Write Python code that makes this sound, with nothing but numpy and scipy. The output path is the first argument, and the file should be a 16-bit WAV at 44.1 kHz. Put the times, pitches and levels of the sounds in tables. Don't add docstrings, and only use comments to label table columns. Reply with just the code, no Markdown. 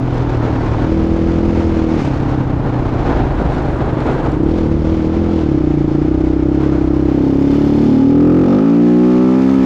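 import sys
import numpy as np
from scipy import signal
from scipy.fft import rfft, irfft, next_fast_len
from scipy.io import wavfile
from scipy.ndimage import uniform_filter1d, minimum_filter1d

SR = 44100
rng = np.random.default_rng(int(sys.argv[2]) if len(sys.argv) > 2 else 0)


def pcm_store(signal):
    levels = np.round(np.clip(np.atleast_2d(signal), -1, 1) * 32767)
    wavfile.write(sys.argv[1], SR, levels.astype(np.int16).T)


N = 425565
TIME = np.arange(N) / SR

# pitch_hz, width_hz, gain_db
SHUT_MODES = [(72.4, 20, -6.5), (123.6, 33.7, 5.5), (284.5, 72, -1.5), (390, 75, -33), (930, 340, -25.5)]
IDLE_MODES = [(58.3, 11, 0), (131.2, 33, 3.5), (311.4, 67, -2.5)]
CRACKED_MODES = [(34, 52, -13), (64, 22, 0), (145, 20.6, 4), (202.5, 11, -7.5), (306.7, 68, 5),
                 (466, 34, -23), (590, 33, -19), (760, 37, -25.5)]
LIGHT_MODES = [(40.3, 17, -5), (76, 17, 0.5), (151, 12.8, 0), (215, 50, 1), (321, 39, 4), (492, 100, -10.5),
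               (726, 23, -23), (1170, 54, -37.5)]
HALF_MODES = [(38, 18, -34), (74, 70, -6.5), (144, 73, -3), (221.8, 12, 2), (278.2, 30, 6),
              (333, 116, -1.5), (575, 55, -19.5), (746, 49, -31.5), (865, 22, -21.5), (1300, 65, -57)]
STRONG_MODES = [(81.4, 47, -13), (128, 58, -4.5), (228.5, 31, 1), (271.3, 22.4, 8.5), (366, 110, -9),
                (515, 88, -24), (610, 27, -24), (840, 28, -18.5)]
HARD_MODES = [(94, 63, -10), (173, 128, -0.5), (280.6, 26, 6.5), (354, 87, -2.5), (476, 82, -20),
              (553, 24, -16), (663, 89, -34.5), (840, 60, -37.5)]
SNAPPED_MODES = [(129, 134, -1), (201, 72, 4), (255, 71, 7), (352, 37, -6.5), (536, 130, -5),
                 (695, 70, -34), (820, 38, -19)]
WIDE_MODES = [(201, 141, 6), (273.3, 55, 8), (367.6, 34, -0.5), (558, 48, -15), (680, 23, -31),
              (834, 30, -22.5)]
MISFIRES_S, MISFIRE_WINDOW_S = [2.63, 4.06], .02

def exhaust(cycle, shares, roughness, scatter_db=3.5, jitter_s=0.00052, gas_db=-6):
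    times = passes(cycle, 0)
    timing, strength = rng.standard_normal((1024, 2))[:len(times)].T * np.interp(times, TIME, roughness)
    fires = abs(times[:, None] - MISFIRES_S).min(axis=1) > MISFIRE_WINDOW_S
    pulses = unit(clicks(times + jitter_s * timing, fires * undb(scatter_db * strength)))
    gas = unit(np.exp(-(cycle % 1)) * rng.standard_normal(N))
    drive = baffles(pulses) + undb(gas_db) * roughness * gas
    steps = (SHUT_MODES, IDLE_MODES, CRACKED_MODES, LIGHT_MODES, HALF_MODES,
             STRONG_MODES, HARD_MODES, SNAPPED_MODES, WIDE_MODES)
    return even(sum(share * unit(ring(drive, modes)) for share, modes in zip(shares, steps)))


# pitch_hz, width_hz, delay_s
CHAMBER_DELAYS = [(88, 73.3, 0.00529), (271.8, 28.7, 0.0066)]

def baffles(x, spread_s=.016, from_hz=360, size=8192):
    f = np.fft.rfftfreq(size, 1 / SR)
    paths = np.interp(f, np.linspace(0, SR / 2, 400), rng.random(400))
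    delay = spread_s * paths * np.clip(4 * (f / from_hz - 1), 0, 1)
    delay += sum(s / (1 + ((f - hz) / width) ** 2) for hz, width, s in CHAMBER_DELAYS)
    response = irfft(np.exp(-2j * np.pi * np.cumsum(delay) * SR / size))
    return signal.fftconvolve(x, np.roll(response, size // 2))[size // 2:][:N]


PUFF_LEVELS = [-40, -30, -28, -26, -33, -40, -40, -40, -50]

def puffs(cycle, shares, lag_s=.0155, scatter_db=1.4, pitch_hz=85, width_hz=170):
    pulses = uneven_clicks(passes(cycle, 0) + lag_s, scatter_db)
    return even(ring(pulses, [(pitch_hz, width_hz, 0)])) * undb(PUFF_LEVELS @ shares)


# time_s, level_db
CRACK_LEVELS = [(8.45, -70), (8.62, -38.5), (8.9, -35), (9.0, -35), (9.2, -26.5), (9.65, -28)]
# pitch_hz, width_hz, gain_db
TAILPIPE_MODES = [(570, 50, 1.5), (704, 38, -5), (870, 80, -3), (970, 97, -5.5), (1110, 85, -3.5),
                  (1227, 63, -2.5), (1320, 60, -2), (1710, 90, -9.5), (2420, 120, -15.5)]

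def crack(cycle, phase=.42, scatter_db=1.4, gas_db=-7, decay_cycles=.22):
    cracks = unit(uneven_clicks(passes(cycle, phase), scatter_db))
    gas = unit(np.exp(-((cycle - phase) % 1) / decay_cycles) * rng.standard_normal(N))
    return even(ring(cracks + undb(gas_db) * gas, TAILPIPE_MODES)) * undb(curves(CRACK_LEVELS)[0])


# time_s, level_db
RASP_LEVELS = [(7.2, -47), (7.8, -47), (8.15, -39), (8.32, -31.5), (8.43, -33), (8.56, -28), (8.7, -34.5),
               (8.95, -47.5), (9.65, -39)]
# pitch_hz, width_hz, gain_db
INTAKE_MODES = [(583, 22, -3), (824, 44, -1), (1200, 160, -2), (1330, 130, -1.5), (1700, 88, -13.5),
                (2420, 450, -18.5)]

def intake(cycle, scatter_db=2.5, jitter_s=0.00004):
    times = passes(cycle, 0)
    timing, strength = rng.standard_normal((1024, 2))[:len(times)].T
    gulps = clicks(times + jitter_s * timing, undb(scatter_db * strength))
    return even(ring(baffles(gulps, spread_s=.028), INTAKE_MODES)) * undb(curves(RASP_LEVELS)[0])


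# pitch_hz, width_hz, gain_db
METAL_MODES = [(1270, 190, 11.5), (2080, 280, 0), (3010, 170, 5), (3490, 160, 2), (3650, 160, -5),
               (4320, 300, 0), (5000, 230, 1.5), (5700, 410, -6.5), (6700, 650, -12)]

def valve_gear(cycle, scatter_db=1.0, chain_db=-2):
    ticks = 0
    for phase in (.08, .38, .66):
        times = passes(cycle, phase)
        strength = np.minimum(rng.standard_normal(1024), 2)[:len(times)]
        ticks = ticks + clicks(times, undb(scatter_db * strength))
    rattle = undb(chain_db) * grains(rate_hz=1100, spread_db=-1.5)
    return unit(ring(unit(ticks) + rattle, METAL_MODES))


# centre_s, length_s, level_db
CHAIN_SWELLS = [(.8, .15, -48), (4.574, 0.19, -43.5), (4.93, 0.35, -46.5), (5.373, 0.27, -44.5),
                (7.54, 0.14, -47), (7.83, 0.59, -45.5)]
# pitch_hz, width_hz, gain_db
CHAIN_MODES = [(2120, 150, 8.5), (3020, 1300, 6), (4240, 300, -3), (4770, 400, -6), (5600, 570, -6.5),
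               (6750, 710, -12.5)]

def drive_chain(cycle, snatch=0.28):
    tension = 1 + snatch * np.cos(2 * np.pi * (cycle - .25))
    rollers = grains(rate_hz=1900, spread_db=0) * tension
    pulls = sum(undb(db) * hump(s, length) for s, length, db in CHAIN_SWELLS)
    return unit(ring(rollers, CHAIN_MODES)) * pulls


# start_s, strength_db
BLOWS = [(0.1421, -29), (0.1794, -26), (0.3694, -32), (1.069, -34), (1.456, -33.5), (4.0038, -26),
         (4.3166, -24), (4.571, -34), (5.3991, -32), (7.5163, -28)]
# start_s, strength_db
ENGINE_PINGS = [(8.4731, -24), (8.4946, -25), (8.516, -26), (8.537, -35), (8.5774, -26)]
# pitch_hz, width_hz, gain_db
CYLINDER_MODES = [(1320, 110, 4.5), (2050, 110, 5), (2750, 160, 11), (3650, 200, 4), (4270, 160, -6),
                  (5110, 80, -2), (5530, 80, 0), (5780, 100, -1)]

def clatter():
    blows = bursts(BLOWS, decay_s=0.0037)
    pings = bursts(ENGINE_PINGS, decay_s=0.0049)
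    frame = undb(0.5) * ring(blows, METAL_MODES)
    ice = undb(-12) * colour(blows, CHIP_SPECTRUM)
    return frame + ice + ring(pings, CYLINDER_MODES)


# frequency_hz, gain_db
SCRAPE_SPECTRUM = [(100, -29), (250, 9), (450, 5), (620, 1.5), (780, 1), (920, -1), (1150, -6),
                   (1500, -8.5), (1800, -14.5), (2600, -23.5), (4000, -28.5), (8000, -62)]
SPRAY_SPECTRUM = [(600, -21.5), (1500, -0.5), (2200, 3.5), (3200, -4.5), (4500, -8.5), (6000, -11.5),
                  (7200, -16.5), (8200, -26.5), (10500, -32.5), (11800, -52), (15000, -63)]
CHIP_SPECTRUM = [(3000, -22), (7000, 2), (8500, -4.5), (10300, -10.5), (11500, -25), (15000, -49.5)]
# time_s, level_db
HIGH_HISS_LEVELS = [(6.3, -104), (6.7, -76), (7.7, -64.5), (8.4, -75.5), (9.65, -63.5)]

def tyres(cycle, scrape_db, spray_db, chips_db, surge=0.075, patchy_db=2.0):
    thrust = 1 + surge * np.cos(2 * np.pi * (cycle - .3))
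    grip = thrust * undb(patchy_db * np.tanh(walk(rate_hz=45)))
    scrape = unit(colour(grains(rate_hz=5000, spread_db=-0.5) * grip, SCRAPE_SPECTRUM)) * undb(scrape_db)
    spray = unit(colour(grains(rate_hz=4000, spread_db=-2.0) * grip, SPRAY_SPECTRUM)) * undb(spray_db)
    chips = unit(colour(grains(rate_hz=300, spread_db=1.5) * grip, CHIP_SPECTRUM)) * undb(chips_db)
    high_hiss = unit(ring(grains(rate_hz=4000, spread_db=-0.5) * grip, [(12400, 2100, 0)]))
    return scrape + spray + chips + high_hiss * undb(curves(HIGH_HISS_LEVELS)[0])


# centre_s, length_s, lift_db
ROUGH_PATCHES = [(.17, 0.15, 0), (0.462, 0.079, 1.5), (2.002, 0.14, 3), (2.297, 0.21, 4),
                 (3.134, 0.18, 2.5), (4.1, 0.12, 3.5), (4.267, 0.02, 6.5), (6.66, 0.2, 4), (8.505, 0.12, 2)]

def ruts(uneven_db=0.39):
    patches_db = sum(db * hump(s, length) for s, length, db in ROUGH_PATCHES)
    return patches_db + uneven_db * walk(rate_hz=11)


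# time_s, level_db
WIND_LEVELS = [(0, -20.5), (.7, -21), (1.5, -19.5), (2.2, -21), (2.6, -19.5), (3.5, -19), (4.2, -20),
               (5.2, -23.5), (5.8, -27), (8.4, -31.5), (8.8, -40.5), (9.65, -28)]
# frequency_hz, gain_db
BUFFET_SPECTRUM = [(10, -9), (25, -1), (40, 2), (70, 0), (120, -2), (200, -8.5), (400, -24.5), (1000, -65),
                   (12000, -94)]

def wind():
    gusts = undb(.5 * np.tanh(walk(rate_hz=9)))
    rumble = colour(rng.standard_normal(N), BUFFET_SPECTRUM)
    return unit(rumble * gusts) * undb(curves(WIND_LEVELS)[0])


def undb(db):
    return 10 ** (np.asarray(db) / 20)


def curves(table):
    s, *columns = np.transpose(table)
    return [np.interp(TIME, s, c) for c in columns]


def unit(x):
    return x / np.sqrt(np.mean(x ** 2))


def even(x, size=6000):
    return x / np.sqrt(uniform_filter1d(uniform_filter1d(x ** 2, size), size) + 1e-18)


def walk(rate_hz):
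    size = int(SR / rate_hz)
    held = rng.standard_normal(2048)[np.arange(N) // size % 2048]
    return 1.2 * uniform_filter1d(held, size)


def hump(centre_s, length_s):
    return np.exp(-(2 * (TIME - centre_s) / length_s) ** 2)


def colour(x, points):
    hz, db = np.transpose(points)
    size = next_fast_len(N)
    f = np.maximum(np.fft.rfftfreq(size, 1 / SR), 1)
    gain = undb(np.interp(np.log(f), np.log(hz), db))
    return irfft(rfft(x, size) * gain, size)[:N]


def ring(x, modes, size=8192):
    f = np.maximum(np.fft.rfftfreq(size, 1 / SR), 1)
    gain = sum(undb(db) / (1 + ((f * f - hz * hz) / (f * width)) ** 2) for hz, width, db in modes)
    cepstrum = irfft(np.log(gain))[:size // 2]
    cepstrum[1:] *= 2
    response = irfft(np.exp(rfft(cepstrum, size)))
    return signal.oaconvolve(x, response)[:N]


def clicks(times, sizes):
    at = np.clip(times * SR, 0, N - 2)
    i = at.astype(int)
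    return np.bincount(i, sizes * (1 - at + i), N) + np.bincount(i + 1, sizes * (at - i), N)


def uneven_clicks(times, scatter_db):
    return clicks(times, undb(scatter_db * rng.standard_normal(1024)[:len(times)]))


def grains(rate_hz, spread_db):
    hit = rng.random(N) < rate_hz / SR
    size = np.minimum(rng.exponential(size=N), 5)
    return unit(hit * rng.choice([-1, 1], N) * undb(spread_db * size))


def bursts(table, decay_s, size=2048):
    out = np.zeros(N)
    for s, db in table:
        burst = rng.standard_normal(size) * np.exp(-np.arange(size) / SR / decay_s)
        out[int(s * SR):][:size] += undb(db) * burst
    return out


def passes(cycle, phase):
    return np.interp(np.arange(phase, cycle[-1]), cycle, TIME)


# time_s, firing_hz
FIRING_RATE = [(0, 42.23), (0.15, 41.39), (0.45, 38.15), (0.78, 37.89), (0.9, 40.44), (1.5, 41.97),
               (1.93, 40.13), (2.1, 32.89), (2.25, 33.75), (2.55, 31.19), (2.9, 30.29), (3.25, 27.59),
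               (4, 23.66), (4.3, 20.75), (4.42, 33.09), (4.54, 43.64), (4.7, 36.05), (4.9, 40.8),
               (5.02, 39.4), (5.27, 42.82), (5.42, 39.15), (5.6, 31.0), (5.88, 27.84), (6.08, 31.5),
               (6.42, 32.54), (6.62, 34.78), (6.8, 32.18), (6.95, 33.51), (7.15, 32.65), (7.5, 35.31),
               (7.9, 36.98), (8.1, 40.01), (8.46, 44.62), (8.66, 55.94), (8.8, 58.68), (9.15, 62.02),
               (9.4, 64.65), (9.52, 67.05), (9.65, 64.59)]
# time_s, throttle_step (0 shut to 8 wide open)
THROTTLE_STEPS = [(0, 0), (.82, 0), (.92, 3), (1.94, 3), (2.06, 0), (2.8, 0), (3.15, 1), (4.3, 1),
                  (4.42, 2), (4.58, 3), (5.33, 3), (5.58, 2), (7.05, 2), (7.24, 4), (7.8, 4), (7.92, 5),
                  (8.02, 5), (8.22, 6), (8.43, 6), (8.49, 7), (8.56, 7), (8.66, 8)]
# boom_db, scrape_lift_db, rattle_over_spray_db
STEP_LOADS = [(-16.5, 4, -10.5), (-17.5, 5, -10), (-12, 2.5, -5.5), (-14.5, 1, -8), (-8.5, 2, -1.5),
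              (-5.5, 3.5, 0.5), (-4.5, -10.5, -4), (-2.5, 7, 1.5), (-7.5, 2, -8)]
STEP_ROUGHNESS = [.28, .22, .15, .22, .14, .11, .1, .14, .07]
# time_s, scrape_db, spray_db, chips_db
TYRE_LEVELS = [(0, -28, -43.5, -84), (.45, -24.5, -42, -76), (.9, -25.5, -41.5, -68),
               (1.25, -25.5, -41, -71.5), (1.9, -26, -41, -72), (1.98, -24.5, -39, -70),
               (2.03, -28.5, -36.5, -52), (2.09, -28.5, -40, -65), (2.3, -29.5, -46.5, -70),
               (2.6, -27, -47, -69), (3.02, -24.5, -43, -72), (3.35, -25.5, -45.5, -64),
               (3.6, -24, -42.5, -62), (3.9, -24.5, -46.5, -61.5), (4.27, -27.5, -47.5, -63),
               (4.4, -27.5, -49, -63), (4.9, -28, -43.5, -71), (5.3, -27, -44.5, -82),
               (5.7, -32.5, -45.5, -75), (6.45, -32.5, -47, -71), (6.8, -31, -47, -69),
               (7.2, -31.5, -44.5, -70), (7.8, -30, -42, -58.5), (8.2, -33.5, -45, -75),
               (8.9, -34.5, -41.5, -77), (9.3, -34, -38, -62), (9.6, -33, -37, -57)]

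def scene(cruise_hz=34.8, rev_db_per_octave=2.5, start_cycles=0.09, wander_cycles=.02):
    firing_hz, = curves(FIRING_RATE)
    s, step = np.transpose(THROTTLE_STEPS)
    shares = np.array([np.interp(TIME, s, 1. * (step == k)) for k in range(len(STEP_LOADS))])
    load_db, scrape_lift_db, rattle_db = np.transpose(STEP_LOADS) @ shares
    roughness = STEP_ROUGHNESS @ shares
    drift = wander_cycles * roughness * walk(rate_hz=12)
    cycle = np.cumsum(firing_hz) / SR - start_cycles + drift
    boom_db = load_db + rev_db_per_octave * np.log2(firing_hz / cruise_hz)
    boom = exhaust(cycle, shares, roughness) * undb(boom_db)
    engine = boom + intake(cycle) + crack(cycle) + puffs(cycle, shares)
    scrape_db, spray_db, chips_db = curves(TYRE_LEVELS)
    rut_db = ruts()
    ground = tyres(cycle, scrape_db + scrape_lift_db + rut_db, spray_db + rut_db, chips_db)
    valves = valve_gear(cycle) * undb(spray_db + rut_db + rattle_db)
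    machinery = valves + drive_chain(cycle) + clatter()
    return (engine + machinery + ground + wind())[None]


def record(dry, ceiling=0.82, size=300, top_hz=14500):
    needed_gain = ceiling / np.maximum(abs(dry), ceiling)
    gain = uniform_filter1d(minimum_filter1d(needed_gain, size), size)
    return signal.sosfilt(signal.ellip(8, .2, 70, top_hz, fs=SR, output="sos"), dry * gain)


dry = scene()
out = record(dry)
pcm_store(out)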